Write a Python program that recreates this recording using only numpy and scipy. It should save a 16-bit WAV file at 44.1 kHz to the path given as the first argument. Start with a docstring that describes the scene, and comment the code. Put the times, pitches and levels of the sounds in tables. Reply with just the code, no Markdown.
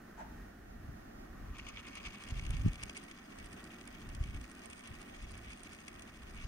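"""Steady room hum and hiss, filtered noise, open the scene; a brief echoing scuff follows, noise in decaying bands.
Fingers bump a hand-held phone with two unlike ports: pressure pulses over a low rumble that lasts throughout.
As the phone moves closer, a desk drones (resonant noise) under a small clock movement driven far too fast.
Its rotor spins up and then hunts about a steady rate; plastic gears rattle once a turn, as impulses ringing
the decaying modes of desk top and plastic case."""
import sys
import numpy as np
from scipy import signal
from scipy.fft import rfft, irfft, next_fast_len
from scipy.io import wavfile
from scipy.ndimage import uniform_filter1d

SR = 44100
rng = np.random.default_rng(int(sys.argv[2]) if len(sys.argv) > 2 else 0)


def int16_out(signal):
    """Quantize to a 16-bit WAV file."""
    q = np.round(np.clip(np.atleast_2d(signal).T, -1, 1) * 32767)
    wavfile.write(sys.argv[1], SR, q.astype(np.int16))


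def voltage_ratio(level):
    """Linear amplitude factor for a level in decibels (scalar or array-like)."""
    return 10 ** (np.asarray(level, float) / 20)


N = 285395
T = np.arange(N) / SR

# basic gear chatter in the low modes as the phone moves: (time [s], level [dB])
CHATTER_LOW = [(1.3, -102), (1.46, -79), (1.535, -68), (1.62, -62.5), (2.1, -62), (3.0, -63.5),
               (3.15, -69.5), (3.4, -68), (5.8, -65.5), (6.15, -69.5), (6.47, -63.5)]
# top modes of the chatter against the low ones: (time [s], level [dB])
CHATTER_TOP = [(1.55, -19), (2.4, -11), (3.0, -10), (3.25, -12), (3.5, -7), (3.95, -11.5), (4.75, -6.5),
               (5.15, -11), (5.5, -7), (6.47, -10)]
# hardest slaps of teeth through their backlash: (time [s], top-mode level [dB], low-mode level [dB])
KNOCKS = [(1.585, -53, -50), (1.594, -55, -44), (1.668, -55.5, -47), (1.688, -47.5, -46.5),
          (1.777, -65, -43.5), (1.868, -51.5, -51.5), (1.884, -53.5, -50.5), (1.954, -41.5, -47),
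          (1.977, -51, -50), (2.052, -55, -44.5), (2.061, -53.5, -42.5), (2.069, -52, -46),
          (2.147, -53.5, -51), (2.157, -55, -51.5), (2.223, -53.5, -52.5), (2.237, -46.5, -48),
          (2.287, -48.5, -57), (2.396, -47, -45), (2.465, -44, -47), (2.505, -36, -45), (2.568, -46, -47.5),
          (2.732, -41.5, -51.5), (2.756, -47, -52), (2.827, -40, -48), (2.834, -29.5, -39.5),
          (2.896, -43.5, -43), (2.969, -43, -45.5), (2.975, -35.5, -47), (3.038, -48, -64),
          (3.112, -46, -51), (3.387, -48, -53), (3.459, -46.5, -62), (3.529, -43, -51), (3.641, -46, -57),
          (3.811, -47, -51), (3.876, -45, -54), (4.09, -45.5, -55), (4.149, -43.5, -53),
          (4.239, -51.5, -50.5), (4.346, -51, -50), (4.413, -46, -54), (4.515, -48, -55),
          (4.657, -39.5, -55), (4.701, -42.5, -55), (4.731, -46, -52), (4.874, -42.5, -58),
          (5.016, -47.5, -52), (5.309, -49, -69), (5.318, -46, -66), (5.377, -44.5, -62), (5.532, -46, -53),
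          (5.634, -45, -55), (5.732, -44.5, -55), (5.881, -38.5, -45), (5.995, -49, -53.5),
          (6.022, -48.5, -55), (6.422, -53, -54)]
# modes rung by the gears, at each port: the lowest two of the desk top, the rest of the plastic case:
# (frequency [Hz], t60 [ms], left level [dB], right level [dB])
RUNG_MODES = [(1250, 20, -23, -18.5), (1866, 12.4, -20.5, -13), (2256, 21.2, -14.5, -7.5),
              (2500, 16.7, -10, -8.5), (2824, 8.8, -5, -12), (3290, 4.8, -3, -18), (4240, 7.1, -62, -8),
              (4980, 5, -1.5, -22), (5740, 6.1, -9.5, -10), (6360, 8.6, -6, -29), (6970, 8.2, -12, -51),
              (8540, 4.74, -55, -4.5), (9380, 5, -53, -12), (11400, 2.8, -36, -31)]
# delay of the right port as the phone turns: (time [s], delay [ms])
PORT_LAG = [(1.58, 0.092), (3.0, 0.18)]
# resonances of the desk top, relative levels: (frequency [Hz], width [Hz], level [dB])
DESK_MODES = [(1152, 330, 6.5), (1847, 310, 7.5)]
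# fingers bumping the phone: (time [s], peak level [dB], nominal push length [ms])
THUMPS = [(0.892, -34, 4.7), (1.513, -36, 6.6), (2.325, -28.5, 5.7), (2.503, -28, 5.1), (2.543, -27.5, 3.7),
          (2.653, -22, 3.9), (2.663, -16, 2.66), (2.681, -20, 3.6), (4.213, -25.5, 5.6),
          (4.353, -33.5, 7.5), (4.912, -38.5, 5.7), (5.24, -35, 6.73), (6.453, -36, 4.58)]
# rumble from an unsteady grip: (time [s], level [dB])
GRIP = [(0, -63.5), (.43, -51.5), (.5, -61.5), (.88, -47), (1.1, -61), (1.49, -47), (1.95, -60),
        (2.08, -48.5), (2.2, -66), (2.33, -42), (2.68, -35.5), (2.76, -56), (2.86, -45), (2.93, -65),
        (3.3, -66.5), (3.42, -50.5), (3.72, -67), (4.17, -42.5), (4.36, -43.5), (4.55, -64), (4.84, -70),
        (4.91, -45.5), (5.05, -64.5), (5.27, -49.5), (5.8, -64), (6.47, -48)]
# bands of the scuff, relative levels: (frequency [Hz], width [Hz], level [dB])
SCUFF_BANDS = [(677, 190, 7), (880, 110, 14.5), (1410, 800, 1), (6200, 2500, -13.5)]
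# spectrum shape of the room sound common to both ports: (frequency [Hz], relative density [dB per Hz])
ROOM_MID = [(140, -9.5), (216, 1), (391, -9), (476, -18.5), (750, -15), (932, -24.5), (1090, -18),
            (1500, -14.5), (1730, -18.5), (1890, -14.5), (2020, -25), (2200, -26.5), (3940, -35),
            (6600, -35.5), (7560, -40.5), (14800, -38.5)]
# spectrum shape of the room sound opposed in the ports: (frequency [Hz], relative density [dB per Hz])
ROOM_SIDE = [(60, -23), (145, -4.5), (661, 2), (1300, -6), (1890, -7.5), (3620, -19), (6180, -19),
             (7630, -26), (14600, -23)]
# room sound, left minus right: (frequency [Hz], level difference [dB])
PORT_BALANCE = [(400, 0), (700, -4.5), (1300, -0.5), (2200, -6), (4000, 0.5)]

# rotor: turn zero falls at FIRST_S, while the speed is still short of full
FIRST_S, FULL_TURNS_PER_S, SHORT_TURNS_PER_S, SPIN_UP_S = 1.585, 14.447, 4.81, 0.843
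HUNT_TURNS, HUNT_PERIOD_S, HUNT_FROM_S = 0.38, 4.22, 3.054


def movement(mode_scatter=0.98, port_scatter=0.45):
    """Modal excitation: each contact lands elsewhere on the teeth and rings every mode differently."""
    when, db = teeth()
    lag_s = np.interp(when, *np.transpose(PORT_LAG)) / 1000
    common = rng.choice([-1, 1], len(when))
    out = np.zeros((2, N))
    for hz, t60_ms, left_db, right_db in RUNG_MODES:
        register = np.searchsorted([3700, 7500], hz)  # low, middle or top modes
        size = voltage_ratio(db[register])
        own, left, right = rng.standard_normal((3, len(when)))
        blow = common + mode_scatter * own
        unlike = port_scatter * hz / 2400  # short waves reach the two ports by different paths
        left_hits = taps(when, size * (blow + unlike * left))
        right_hits = taps(when + lag_s, size * (blow + unlike * right))
        ringing = ring(np.array([left_hits, right_hits]), hz, t60_ms / 1000)
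        out += voltage_ratio([[left_db], [right_db]]) * ringing
    return out


def teeth():
    """Impact with backlash: times and (low, middle, top) levels of dense chatter and bouncing knocks."""
    when, chatter = chatter_contacts()
    at, knocks = knock_contacts()
    return np.r_[when, at], np.c_[chatter, knocks]


def chatter_contacts(count=6000, scatter_db=2.5, most_db=21.0, surge_db=2.5):
    """Random impacts at uniform times, lifted by each jerk of the rotor and bounded by the backlash."""
    start = CHATTER_LOW[0][0]
    when = start + (T[-1] - start) * rng.random(count)
    size_db = scatter_db * rng.exponential(size=count)
    shared = walk(60)
    chatter = []
    # the jerks show most in the upper modes
    for base_db, share in zip(gears_db(when), [0.65, 1.05, 1.2]):
        surge = np.interp(when, T, surge_db * (shared + walk(40)))
        lift_db = size_db + share * beat(when) + surge
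        chatter.append(base_db + most_db * np.tanh(lift_db / most_db))
    return when, np.array(chatter)


def knock_contacts(bounces=12, middle_db=-4.5):
    """Repeated impact: each knock or tick is a cluster of bounces that fade soonest in the treble."""
    at, top_db, low_db = np.repeat(np.r_[KNOCKS, ticks()], bounces, axis=0).T
    dull_db = np.clip(low_db - top_db, 0, 25)
    drag = 1 + 0.1 * dull_db  # dull knocks swell in and drag on, bright ones start sharply
    after_ms = 4.5 * drag * rng.random(len(at)) - 0.3 * dull_db
    fade_db = -np.outer([0.8, 2.1, 2.6], np.abs(after_ms) / drag)
    start_db = np.array([low_db, (low_db + top_db) / 2 + middle_db, top_db])
    return at + (after_ms - 1.2) / 1000, start_db + fade_db


def ticks(count=6, first=0.42, apart=0.135, slip=0.035,
          low_over_db=3.0, top_over_db=12.0, spread_db=4.0, share=0.46):
    """Periodic tooth contact: trains of crisp ticks of chance strength, with a rest after each main jerk."""
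    # first, apart and slip are in turns
    whole_turns = np.arange(int(turns(T[-1])))[:, None]
    turn = (whole_turns + first + apart * np.arange(count)).ravel()
    off, top, low = rng.standard_normal((len(turn), 3)).T
    at = np.interp(turn + slip * off, turns(T), T)
    low_db, _, top_db = gears_db(at) + share * beat(at)
    top_db = top_db + top_over_db + spread_db * top
    low_db = low_db + low_over_db + spread_db * low / 2
    free = np.abs(at[:, None] - np.array(KNOCKS)[:, 0]).min(axis=1) > 0.006  # clear of the knocks
    return np.c_[at, top_db, low_db][free]


def gears_db(s, middle_db=-9, middle_db_per_turn_s=0.5):
    """Speed-dependent excitation: basic chatter in three registers, the middle stronger below full speed."""
    low = np.interp(s, *np.transpose(CHATTER_LOW))
    middle = low + middle_db + middle_db_per_turn_s * shortfall(s)
    top = low + np.interp(s, *np.transpose(CHATTER_TOP))
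    return np.array([low, middle, top])


def beat(s, main_db=11, second_db=4.0, second_at=0.66, width=0.22, quick=0.56):
    """Cyclic modulation: the rotor winds up to a hard jerk once a turn, then jerks less hard later in it."""
    def jerk(at):
        u = (turns(s) - at + 0.5) % 1 - 0.5  # turns from the jerk
        return np.exp(-0.5 * (u / width / np.where(u > 0, quick, 1)) ** 2)  # quicker to fall quiet
    return main_db * jerk(0.063) + second_db * jerk(second_at)


def turns(s):
    """Integrated speed: rotor turns since FIRST_S, with an exponential spin-up and a slow sinusoidal hunt."""
    def hunt(t):
        return HUNT_TURNS * np.sin(2 * np.pi * (t - HUNT_FROM_S) / HUNT_PERIOD_S)
    lost = SPIN_UP_S * (SHORT_TURNS_PER_S - shortfall(s))
    return FULL_TURNS_PER_S * (s - FIRST_S) - lost + hunt(s) - hunt(FIRST_S)


def shortfall(s):
    """Exponential approach: turns a second still missing from full speed, hunting aside."""
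    return SHORT_TURNS_PER_S * np.exp(-(s - FIRST_S) / SPIN_UP_S)


def desk(db=-64.5, start_s=1.17, rise_s=0.22, share=0.4, slow_db=9.5):
    """Forced resonance: the desk top drones, its lowest mode strongest while the rotor is still slow."""
    slowness = np.clip(shortfall(T) / SHORT_TURNS_PER_S, 0, 1.3)
    noise = rng.standard_normal(N)
    lowest = bands(noise, DESK_MODES[:1]) * voltage_ratio(slow_db * slowness)
    drone = lowest + bands(noise, DESK_MODES[1:])
    rise = 1 - np.exp(-np.clip(T - start_s, 0, None) / rise_s)
    return level(drone, db) * rise ** 2 * voltage_ratio(share * beat(T) + walk(30))  # db holds before this shaping


def handling():
    """Structure-borne sound: short pushes on the phone case over a low grip rumble."""
    return thumps() + grip_rumble()


def thumps(rebound=2.3, lead=0.15, lag_ms=0.85):
    """Push and rebound: a narrow pulse less a broad one, so a dip frames each push, deeper before it."""
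    out = np.zeros((2, N))
    for s, db, push_ms in THUMPS:
        near = slice(int((s - 0.06) * SR), int((s + 0.06) * SR))
        from_push_s = T[near] - s - np.array([[0], [lag_ms / 1000]])  # later at the right port
        u = from_push_s * 1000 * np.sqrt(8 * np.log(2)) / push_ms  # full width at half height to sigma
        u = u * np.where(u < 0, 1.3, 0.8)  # quick to load, slower to release
        push = rebound * np.exp(-u ** 2 / 2)
        dip = np.exp(-((u + lead) / rebound) ** 2 / 2)
        out[:, near] += voltage_ratio(db) * (push - dip) / (rebound - 1)
    return out


def grip_rumble(unlike=0.17):
    """Low-frequency friction noise: an unsteady grip gives a rumble nearly alike in both ports."""
    shape = [(10, -20.5), (28, 0.5), (55, 0.5), (110, -10.0), (220, -19.5), (500, -65.0)]  # (Hz, dB)
    mid, side = colour(rng.standard_normal((2, N)), shape)
    rumble = (mid + unlike * side * np.array([[1], [-1]])) * voltage_ratio(1.3 * walk(20))
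    return level(rumble, 0) * voltage_ratio(np.interp(T, *np.transpose(GRIP)))


def scuff(start=0.1705, rise=0.013, t60=0.48, db=-68):
    """Reverberant decay: a short hollow scuff across the room, mostly echo, whose treble dies first."""
    u = np.clip(T - start, 0, None)
    noise = rng.standard_normal((2, N))
    echo = 0
    for band in SCUFF_BANDS:
        fade_db = -60 * u / t60 * (band[0] / 900) ** 0.4  # t60 [s] holds at 900 Hz
        echo = echo + bands(noise, [band]) * voltage_ratio(fade_db)
    onset = (1 - np.exp(-u / rise)) ** 2
    return level(echo * onset * voltage_ratio(1.5 * walk(54.0)), db)  # rms over the whole scene


def room(mid_db=-55.5, side_db=-62):
    """Partial coherence: steady hum and hiss, alike in both ports only at some pitches."""
    # rms levels before the slow wander
    mid = level(colour(rng.standard_normal(N), ROOM_MID), mid_db) * voltage_ratio(1.07 * walk(11))
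    side = level(colour(rng.standard_normal(N), ROOM_SIDE), side_db) * voltage_ratio(2.1 * walk(16))
    # each port takes half of the balance, with opposite sign
    return np.array([colour(mid + k * side, np.array(PORT_BALANCE) * [1, k / 2]) for k in (1, -1)])


def ring(x, hz, t60, rise=0.0018):
    """Damped resonance: a decaying mode fed through a quicker one, to swell in as soft plastic does."""
    w = 2 * np.pi * hz / SR
    slow, quick = np.exp(-np.log(1000) / (np.array([t60, rise]) * SR))
    x = signal.lfilter([2 * (1 - quick) * np.sin(w)], [1, -2 * quick * np.cos(w), quick ** 2], x)
    return signal.lfilter([np.sin(w)], [1, -2 * slow * np.cos(w), slow ** 2], x)


def taps(s, size):
    """Impulse excitation at times s, each impulse shared between two samples."""
    at = np.clip(s * SR, 0, N)
    i = at.astype(int)
    early = np.bincount(i, size * (1 - at + i), N + 2)
    late = np.bincount(i + 1, size * (at - i), N + 2)
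    return (early + late)[:N]


def bands(x, peaks):
    """Superposition of steep resonances, each applied twice."""
    out = 0
    for hz, width, db in peaks:
        peak = signal.iirpeak(hz, hz / width, SR)
        once = signal.lfilter(*peak, x)
        out = out + voltage_ratio(db) * signal.lfilter(*peak, once)
    return out


def colour(x, points):
    """Spectral shaping through (Hz, dB) points, joined along log frequency."""
    hz, db = np.transpose(points)
    size = next_fast_len(N)
    f = np.maximum(np.arange(size // 2 + 1) * SR / size, 1)
    gain = voltage_ratio(np.interp(np.log(f), np.log(hz), db))
    return irfft(rfft(x, size) * gain, size)[..., :N]


def walk(rate):
    """Low-pass randomness: held noise at rate [Hz], smoothed twice to a slow wander of unit rms."""
    k = int(SR / rate)
    held = np.repeat(rng.standard_normal(N // k + 1), k)
    return level(uniform_filter1d(uniform_filter1d(held, k), k)[:N], 0)


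def level(x, db):
    """Energy normalisation: scale to an rms level."""
    return x * voltage_ratio(db) / np.sqrt(np.mean(x ** 2))


def scene():
    """Linear superposition of all sources at the two ports."""
    return movement() + desk() + handling() + scuff() + room()


def band_limit(x):
    """A steep low-pass at the top of the band."""
    return signal.sosfilt(signal.butter(12, 15980, fs=SR, output="sos"), x)


def record(dry):
    """Low-pass filtering: the phone cuts the treble steeply above 15.7 kHz."""
    top_cut = signal.ellip(8, 0.2, 60, 15700, fs=SR, output="sos")
    mix = signal.sosfilt(top_cut, dry)
    return band_limit(mix)


dry = scene()
out = record(dry)
int16_out(out)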